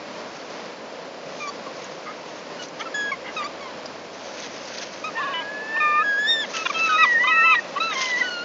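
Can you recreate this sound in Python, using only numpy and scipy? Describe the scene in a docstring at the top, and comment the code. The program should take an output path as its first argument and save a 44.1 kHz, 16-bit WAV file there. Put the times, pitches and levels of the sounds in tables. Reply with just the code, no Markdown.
"""A river rushes over a faint hum, from grains of noise and sines; spray swells and drops slap the water.
Single short gull cries, arches of swept harmonics, then break in, with rattling croaks between.
They give way to a squabble over fish: a quavering growl and thin wails with undertones overlap the cries.
Later splashes are bigger, as birds land on the water; the wooded bank returns a faint echo throughout."""
import sys
import numpy as np
from scipy import signal
from scipy.fft import rfft, irfft
from scipy.io import wavfile

SR = 44100
rng = np.random.default_rng(int(sys.argv[2]) if len(sys.argv) > 2 else 0)


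def master(y):
    """Save y as 16-bit WAV."""
    cut = np.clip(np.atleast_2d(y).T, -1, 1)
    pcm = np.round(cut * 32767)  # scale
    wavfile.write(sys.argv[1], SR, pcm.astype(np.int16))


N = 372204
TIME = np.arange(N) / SR

# Breakpoints of the quavering growl; undertones are set ahead of their pulsing
# columns: t/s, f/Hz, level/dB, quaver depth/octaves, undertones/dB
GROWL_COURSE = [(5.165, 954, -43, 0.013, -40), (5.185, 1077, -27, 0.041, -36),
                (5.21, 1111, -24.5, 0.1, -32.5), (5.33, 1105, -29.5, 0.023, -34.5),
                (5.34, 997, -28, 0, -33), (5.4, 992, -30, 0.0087, -38), (5.43, 887, -36, 0.0062, -32)]


def from_db(db):
    """Decibels to gain."""
    return 10 ** (np.asarray(db) / 20)


def rms_one(x):
    """Scale to rms 1."""
    return x / np.sqrt(np.mean(x ** 2) + 1e-20)


def drift(rate, size):
    """Random wander with a spread of about 1: straight lines between `rate` random points a second."""
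    steps = np.arange(size) * rate / SR
    points = rng.standard_normal(int(steps[-1]) + 2)
    return 1.2 * np.interp(steps, np.arange(len(points)), points)


def coloured(x, spectrum):
    """Filter a signal by a curve of (f/Hz, level/dB), then scale it to rms 1."""
    hz, db = np.transpose(spectrum)
    grid = np.maximum(np.fft.rfftfreq(N, 1 / SR), 1)
    gain = from_db(np.interp(np.log(grid), np.log(hz), db))
    return rms_one(irfft(rfft(x) * gain, N))


def resonate(x, hz, width_hz):
    """Two-pole resonance with gain 1 on top."""
    r = np.exp(-np.pi * width_hz / SR)
    zeros = np.array([1, 0, -1]) * (1 - r * r) / 2
    poles = [1, -2 * r * np.cos(2 * np.pi * hz / SR), r * r]
    return signal.lfilter(zeros, poles, x + 1e-18)


def grains(per_s, spread_db):
    """Clicks at random moments, a few much larger than the rest."""
    sizes = from_db(spread_db * np.minimum(rng.exponential(1, N), 4)) * rng.choice([-1, 1], N)
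    return sizes * (rng.random(N) < per_s / SR)


def add(out, start_s, sound):
    """Mix a sound in at a time."""
    at = int(start_s * SR)
    out[at:at + len(sound)] += sound[:max(N - at, 0)]


def fades(t, attack_s, release_s):
    """Attack, hold and release over the times t."""
    return np.clip((t - t[0]) / attack_s, 0, 1) * np.clip((t[-1] - t) / release_s, 0, 1)


def syrinx_phase(pitch, jitter, jitter_rate):
    """Phase of a membrane whose pitch trembles by the share jitter."""
    return 2 * np.pi * np.cumsum(pitch * (1 + jitter * drift(jitter_rate, len(pitch)))) / SR


def hum():
    """A faint low hum of slightly trembling pitch, its level set by a curve."""
    # columns: t/s, level/dB
    hum_levels = [(0, -65), (.7, -71), (1.2, -67), (2.7, -80), (3.1, -61), (5.2, -64.5), (5.5, -88),
                  (8.44, -86.5)]
    level = from_db(np.interp(TIME, *np.transpose(hum_levels)))
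    return level * np.sin(syrinx_phase(np.full(N, 85), jitter=.01, jitter_rate=5.9))


def river():
    """Countless small bubbles merge into a rush, with a hollow gurgle in the low middle."""
    # Relative spectrum of the rush; columns: f/Hz, level per Hz/dB
    rush_colour = [(40, -47.5), (75, -29.5), (110, -20.5), (160, -8.5), (220, -5), (320, -3), (365, -7),
                   (420, -3.5), (620, 0.5), (760, -6.5), (1010, -5.5), (1250, -10), (2500, -14),
                   (3600, -18.5), (5000, -17.5), (7200, -29)]
    # Hollow resonances of the current; columns: f/Hz, width/Hz, middle level/dB
    hollows = [(514, 89, -46.5), (606, 110, -56.5)]
    rush = coloured(grains(per_s=14000, spread_db=3), rush_colour) * from_db(-36.5 + 0.87 * drift(9, N))
    gurgle = 0
    for hz, width_hz, db in hollows:
        hollow = rms_one(resonate(rng.standard_normal(N), hz, width_hz))
        gurgle = gurgle + from_db(db + 1.7 * drift(14, N)) * hollow
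    return rush + gurgle


def sprays(droplets):
    """Wings and feet throw up spray that swells and dies away; finer spray has less low sound."""
    # Gain applied to the droplets, with rise and fall each spanning range_db
    # columns: t of peak/s, peak gain/dB, rise/s, fall/s, lowest f/Hz
    spray_swells = [(.59, -48, 1, 0.16, 800), (1.42, -39.5, 0.17, 0.18, 4540),
                    (1.82, -47.5, 0.16, 0.39, 1500), (2.37, -47.5, 0.35, .2, 800),
                    (2.635, -37, .06, 0.047, 3500), (2.81, -41, 0.053, .05, 2000),
                    (3.35, -47, 0.066, .15, 3500), (4.4, -44, 0.44, 0.48, 900),
                    (4.78, -40, 0.49, 0.61, 897), (6.56, -35.5, 0.18, 0.43, 700), (6.9, -41, 0.26, 1, 700),
                    (8.04, -30.5, 0.26, 0.26, 498), (8.3, -50.5, 0.26, 1, 700)]
    range_db = 20
    out = np.zeros(N)
    for s, db, rise_s, fall_s, lowest_hz in spray_swells:
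        away = np.maximum((s - TIME) / rise_s, (TIME - s) / fall_s)
        highpass = signal.butter(2, lowest_hz, "high", fs=SR, output="sos")
        out += from_db(db - range_db * away) * signal.sosfilt(highpass, droplets)
    return out


def slap(db, hz):
    """A sharp burst of water rings a pocket of air."""
    t = TIME[:SR // 10]
    decay_s, onset_s = 0.034, 0.00067  # time to fall by 60 dB; time constant of the rise
    burst = rng.standard_normal(len(t)) * from_db(-60 * t / decay_s) * (1 - np.exp(-t / onset_s))
    ring = resonate(burst, hz, 350) + 0.081 * resonate(burst, 4500, 5000)
    return from_db(db) * ring / np.abs(ring).max()


def splashes():
    """A fine mist of spray, larger drops that each ring a tiny bubble, and single slaps."""
    # Relative spectrum of the mist; columns: f/Hz, level per Hz/dB
    mist_colour = [(300, -18), (800, -1), (1600, 10), (3000, 7), (5000, 7), (6500, 9), (7300, -30.5)]
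    # Single slaps on the water; columns: t/s, peak level/dB, ring f/Hz
    slap_hits = [(0.5994, -42, 2940), (1.842, -29, 6620), (2.62, -33, 2910), (2.6837, -33, 6000),
                 (3.8567, -25.5, 4960), (4.4223, -27.5, 3450), (4.6528, -30, 4940), (4.6736, -32, 5600),
                 (4.7825, -23.5, 4750), (6.534, -34, 2660), (6.566, -13, 2830), (8.0543, -19.5, 3120),
                 (8.1125, -23, 3040), (8.1344, -28, 3980)]
    mist = coloured(grains(per_s=6600, spread_db=3.0), mist_colour) * from_db(3.05 * drift(60, N))
    bubble_pitches = np.geomspace(1400, 6200, 16)  # Hz
    drops = sum(resonate(grains(per_s=24, spread_db=5.0), hz, hz / 22) for hz in bubble_pitches)
    out = sprays(from_db(1) * mist + from_db(-6.5) * rms_one(drops))
    for s, db, hz in slap_hits:
        add(out, s, slap(db, hz))
    return out


def bank(x, scatter_db, t60):
    """A few distinct echoes, and dull scatter from the trees that falls by 60 dB in t60 seconds."""
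    # Distinct echoes off the bank; columns: delay/s, level/dB
    echo_taps = [(.0043, -35), (0.017, -41), (0.048, -49)]
    t = TIME[:SR // 2]
    scatter = resonate(rng.standard_normal(len(t)), 1500, 2700) * from_db(-60 * t / t60)
    response = from_db(scatter_db) * scatter / np.sqrt(np.sum(scatter ** 2))
    for delay, db in echo_taps:
        response[int(delay * SR)] += from_db(db)
    return signal.fftconvolve(x, response)[:N]


def bill_db(hz):
    """Boost of a harmonic as it glides through a resonance of the windpipe and open bill."""
    # columns: f/Hz, width/Hz, boost/dB
    bill_peaks = [(1185, 110, 5.5), (2645, 450, 4.5), (3777, 316, 11.5), (4590, 130, 16), (5480, 300, 5.5),
                  (6780, 170, 6.5)]
    return sum(db / (1 + (2 * (hz - centre) / width) ** 2) for centre, width, db in bill_peaks)


def harmonics(phase, levels_db, shimmer):
    """A stack of harmonics, each flickering a little in strength."""
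    out = 0
    for k, db in enumerate(levels_db, 1):
        flicker = 1 + shimmer * drift(90, len(phase))
        out = out + from_db(db) * flicker * np.sin(k * phase)
    return out


def undertones(phase, pitch, rough, count):
    """Cycles that repeat in groups of count put lines between the harmonics; the throat shapes them."""
    # Throat resonances that colour the rasp; columns: f/Hz, width/Hz, relative level/dB
    throat_peaks = [(1050, 760, 0.5), (1900, 250, -5), (2330, 520, -1.5), (3255, 1000, -4)]
    out = 0
    for k in range(1, 5 * count):
        if k % count == 0:
            continue  # a harmonic of the call itself
        line_hz = pitch * k / count
        gain = sum(from_db(db) / (1 + (2 * (line_hz - hz) / width) ** 2) for hz, width, db in throat_peaks)
        # so small a bird radiates next to nothing below about 800 Hz
        gain = gain / (1 + (800 / line_hz) ** 8)
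        flutter = 1 + rough * drift(250, len(phase))
        # the lines start nearly in step, so each group of cycles is a distinct pulse
        out = out + gain * flutter * np.sin(phase * k / count + rng.normal(0, 0.9))
    return rms_one(out) / np.sqrt(2)  # as strong as a sine of amplitude 1


def croak(length, hz, glide, tone_db, rasp_db, reach_hz):
    """A brief swell in which the membrane rattles in groups of three cycles."""
    along = np.linspace(0, 1, int(length * SR))
    pitch = hz * 2 ** (glide * (along - .5))
    # the longer a croak lasts, the more chaotic its vibration
    phase = syrinx_phase(pitch, jitter=.65 * length, jitter_rate=700)
    # the wider the bill opens, the higher the rasp reaches
    lowpass = signal.butter(6, reach_hz, fs=SR, output="sos")
    rasp = signal.sosfilt(lowpass, undertones(phase, pitch, rough=0.74, count=3))
    return np.sin(np.pi * along) * (from_db(tone_db) * np.sin(phase) + from_db(rasp_db) * rasp)


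def course(rows):
    """Sample times of a call, and each of its controls at those times."""
    s, *columns = np.transpose(rows)
    t = np.arange(s[0], s[-1], 1 / SR)
    return [t] + [np.interp(t, s, column) for column in columns]


def growl(second_db, third_db):
    """A harsh call that quavers and then settles lower, its cycles grouped in threes."""
    quaver_hz, crest_s = 21.3, 5.213
    open_hz, dull_db_per_hz = 997, 0.6  # the overtones are full at this pitch and fade away from it
    rasp_pulse_db = 4  # the rasp flares in each trough of the quaver
    t, centre, level_db, depth, under_db = course(GROWL_COURSE)
    quaver = depth * np.cos(2 * np.pi * quaver_hz * (t - crest_s))
    pitch = centre * 2 ** quaver
    phase = syrinx_phase(pitch, jitter=0.0055, jitter_rate=580)
    overtone_db = level_db - dull_db_per_hz * np.abs(pitch - open_hz)
    tone = harmonics(phase, [level_db, overtone_db + second_db, overtone_db + third_db], shimmer=0.11)
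    rasp_gain = from_db(under_db - rasp_pulse_db * quaver / depth.max())
    rasp = rasp_gain * undertones(phase, pitch, rough=.28, count=3)
    return (tone + rasp) * fades(t, 0.0043, .006)


def wail(under_db, third_db, rows, rolloff_db):
    """A long wavering call; under strain its cycles pair up and undertones appear."""
    # the higher a wail is pushed, the more every second cycle weakens, raising the undertones
    strain_db_per_hz = 0.1005
    t, pitch, level_db, second_db = course(rows)
    phase = syrinx_phase(pitch, jitter=0.0045, jitter_rate=450)
    base_db = (level_db + second_db) / 2 + third_db
    upper_db = [base_db + rolloff_db * (k - 3) + bill_db(k * pitch) for k in range(3, 6)]
    under_gain = from_db(under_db + strain_db_per_hz * (pitch - pitch.mean()))
    under = under_gain * undertones(phase, pitch, rough=.33, count=2)
    tone = harmonics(phase, [level_db, second_db] + upper_db, shimmer=0.16)
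    return np.sqrt(2) * (tone + under) * fades(t, .006, .006)  # root 2 makes the levels rms


def cry(length, hz, glide, arch, drop, level_db, swell_db, second_db, third_db, fourth_db, brighten_db):
    """One clear cry: an arch of pitch that carries its harmonics through the bill's resonances."""
    attack_s, release_s, drop_s = 0.0047, 0.011, .014
    rolloff_db = -2  # per harmonic above the 4th
    t = np.arange(int(length * SR)) / SR
    along = t / length - .5
    # the ends sag by the arch, and the last moment drops away
    bend = glide * along - arch * (2 * along) ** 2 - drop * np.exp((t - length) / drop_s)
    pitch = hz * 2 ** bend
    overtones_db = [second_db, third_db] + [fourth_db + rolloff_db * k for k in range(3)]
    source_db = [0] + [db + brighten_db * along for db in overtones_db]
    swelling_db = level_db + swell_db * along
    levels_db = [swelling_db + db + bill_db(k * pitch) for k, db in enumerate(source_db, 1)]
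    phase = syrinx_phase(pitch, jitter=0.005, jitter_rate=360)
    return harmonics(phase, levels_db, shimmer=.17) * fades(t, attack_s, release_s)


def gulls():
    """All the birds' voices."""
    # Arched cries, levels ahead of the bill's boost; a negative arch or drop bends the pitch up
    # columns: start t/s, end t/s, f/Hz, glide/octaves, arch/octaves, drop/octaves, middle level/dB,
    # swell/dB, 2nd, 3rd and 4th harmonic re 1st/dB, brightening of the overtones/dB
    arched_cries = [(1.401, 1.481, 1185, -.08, 0.0075, 0.016, -38, 3, 2.5, -16, -28, -8),
                    (1.47, 1.505, 1131, 0.05, -0.028, 0, -30.5, -3, -22, -16, -16.5, 2),
                    (1.662, 1.69, 1090, -0.23, -0.012, 0.02, -33.5, 3, -15, -28, -36, 0),
                    (2.592, 2.637, 1453, -0.047, 0.0021, -0.01, -41.5, -7, 4, -10, -15, 2),
                    (2.853, 2.885, 1333, -0.088, 0, 0.0099, -33, 1, -8.5, -25, -37, -0.5),
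                    (2.941, 3.114, 1673, -0.042, 0.0021, 0, -24.5, -3, -14, -22, -23, -4),
                    (3.115, 3.153, 1079, -0.17, 0.016, 0.038, -30, -13, 0.5, -19, -23, -4),
                    (3.363, 3.441, 1215, -0.19, -.01, 0.016, -30.5, -4.5, -6.5, -17.5, -20, -10.5),
                    (3.437, 3.477, 1165, 0.15, -0.029, -0.016, -33.5, 2, -7, -13, -13.5, -3),
                    (3.603, 3.715, 1060, -0.24, 0.013, 0.038, -39.5, 2, -5, -11, -16, -3),
                    (5.039, 5.102, 1277, -.02, 0.089, 0, -28.5, 0, -6, -25, -20, -11),
                    (5.8, 6.033, 1199, -0.01, -0.035, -.15, -21.5, 6.5, -5, -27.5, -34.5, -13.5),
                    (6.537, 6.641, 1307, -0.038, -0.016, 0.028, -32, -0.5, -4, -28.5, -29.5, -3),
                    (6.697, 6.717, 1163, -.18, -0.029, 0.026, -24.5, 4, -2.5, -21.5, -27, 2),
                    (6.743, 6.793, 1586, -.02, 0.0087, -0.048, -49, -5, 18.5, -12.5, -20, -0.5),
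                    (6.89, 6.986, 1475, -.1, 0.0089, 0.043, -27.5, -14, -14, -26, -34.5, 1.5),
                    (7.271, 7.3, 1249, 0.071, 0.023, 0, -23.5, -5, 1, -15, -38, -4.5),
                    (7.292, 7.55, 1321, 0.02, 0.049, 0.2, -20, 5, -1.5, -24, -31.5, 5.5),
                    (7.8, 7.955, 1327, -0.14, 0.13, 0.14, -27, -10, -7, -10.5, -30.5, -3),
                    (8.218, 8.303, 1485, -0.045, 0.027, -0.032, -27.5, 0, -8.5, -19, -31, 16),
                    (8.302, 8.442, 1410, -.08, -0.0255, -.1, -32, 0, -5, -5.5, -29, -6)]
    # Wavering wails, each: undertones at mean pitch/dB, 3rd harmonic re mean of first two ahead of bill/dB,
    # and a course with columns: t/s, f/Hz, rms level/dB, 2nd harmonic rms level/dB
    wail_courses = [(-46, -20, [(5.15, 1790, -36, -62), (5.178, 1840, -26, -60), (5.22, 1715, -30.5, -66),
                    (5.36, 1605, -38.5, -69), (5.52, 1700, -34, -62.5), (5.68, 1745, -34, -58),
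                    (5.77, 1800, -22.5, -54.5), (5.9, 1770, -28.5, -55.5), (5.98, 1805, -28.5, -63),
                    (6.04, 1680, -25, -58.5)]), (-66.5, -16.5, [(6.035, 1657, -27, -50),
                    (6.085, 1660, -21.5, -42.5), (6.15, 1632, -22.5, -47.5), (6.21, 1698, -22.5, -40),
                    (6.265, 1732, -24, -34), (6.292, 1840, -25.5, -18.5), (6.325, 1828, -26.5, -16.5),
                    (6.378, 1762, -28, -33.5), (6.405, 1780, -26, -25), (6.445, 1640, -33, -32)]),
                    (-70, -19.5, [(6.74, 1325, -36, -39), (6.76, 1306, -30, -28),
                    (6.82, 1322, -31.5, -19.5), (6.86, 1311, -25, -22), (6.9, 1272, -22, -36),
                    (6.96, 1246, -18, -25), (6.977, 1284, -21.5, -28.5), (6.99, 1285, -17, -22),
                    (7.02, 1304, -19, -20), (7.041, 1226, -13, -14.5), (7.058, 1020, -24, -45.5)]),
                    (-39, -26.5, [(6.98, 1929, -23.5, -46), (7.008, 1937, -21, -41),
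                    (7.066, 1979, -20, -50.5), (7.124, 1906, -16.5, -45.5), (7.178, 1824, -19.5, -63),
                    (7.204, 1944, -18, -55), (7.294, 2068, -26, -53), (7.322, 1931, -20, -44),
                    (7.422, 1834, -20, -61.5), (7.454, 2026, -24.5, -52), (7.462, 2081, -41.5, -80),
                    (7.488, 1992, -24, -48.5), (7.526, 2074, -33.5, -62.5), (7.556, 1936, -21, -27.5),
                    (7.592, 1857, -20, -64), (7.603, 1824, -35, -70)]),
                    (-38.5, -22, [(7.95, 2180, -41, -57), (7.962, 2077, -28, -41),
                    (7.982, 2129, -33.5, -49), (8.17, 1937, -21, -44), (8.182, 2014, -24.5, -58),
                    (8.202, 2092, -29.5, -45), (8.218, 1946, -15, -39), (8.242, 2008, -38.5, -50),
                    (8.28, 1800, -32, -64)])]
    # Croaks, alone or where a call catches and breaks off, levels at the peak of the swell
    # columns: middle t/s, length/s, f/Hz, glide/octaves, tone/dB, rasp ahead of its filter/dB, rasp reach f/Hz
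    croak_calls = [(2.088, 0.082, 1257, -0.019, -31.5, -33.5, 2300),
                   (2.812, 0.039, 1278, 0.34, -30, -26.5, 3400),
                   (3.278, .075, 1208, -0.0079, -44, -30, 2860),
                   (3.43, 0.062, 1203, -0.037, -41, -28.5, 2600),
                   (5.77, 0.024, 1106, 0.2, -27.5, -27.5, 3100),
                   (6.448, 0.021, 1234, -0.3, -50, -25.5, 4640),
                   (6.664, 0.022, 1055, 0.003, -23, -16.5, 4500),
                   (6.881, 0.012, 1350, -0.0088, -44, -23, 2380),
                   (7.053, .02, 1005, -0.24, -27.5, -24.5, 4170),
                   (7.246, 0.025, 1140, 0.24, -19.5, -26, 3570), (7.55, 0.02, 1020, -0.29, -26, -20, 4380),
                   (7.774, 0.038, 1136, 0.14, -19.5, -26.5, 3896),
                   (7.925, 0.044, 1210, -0.23, -45, -26, 3020)]
    out = np.zeros(N)
    for start, end, *shape in arched_cries:
        add(out, start, cry(end - start, *shape))
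    for under_db, third_db, rows in wail_courses:
        add(out, rows[0][0], wail(under_db, third_db, rows, rolloff_db=-6))
    add(out, GROWL_COURSE[0][0], growl(second_db=-3.5, third_db=2.5))
    for s, length, *voice in croak_calls:
        add(out, s - length / 2, croak(length, *voice))
    return out


def scene():
    """Birds and their echo over the water and the hum."""
    voices = gulls()
    echo = bank(voices, scatter_db=-28.0, t60=0.48)
    return (voices + echo + river() + splashes() + hum())[None]


def record(dry):
    """A small microphone: no deep bass, and a steep top edge."""
    bass_hz, top_hz = 62, 7250
    thin = signal.sosfilt(signal.butter(4, bass_hz, "high", fs=SR, output="sos"), dry)
    return signal.sosfilt(signal.ellip(10, .2, 80, top_hz, fs=SR, output="sos"), thin)


dry = scene()
out = record(dry)
master(out)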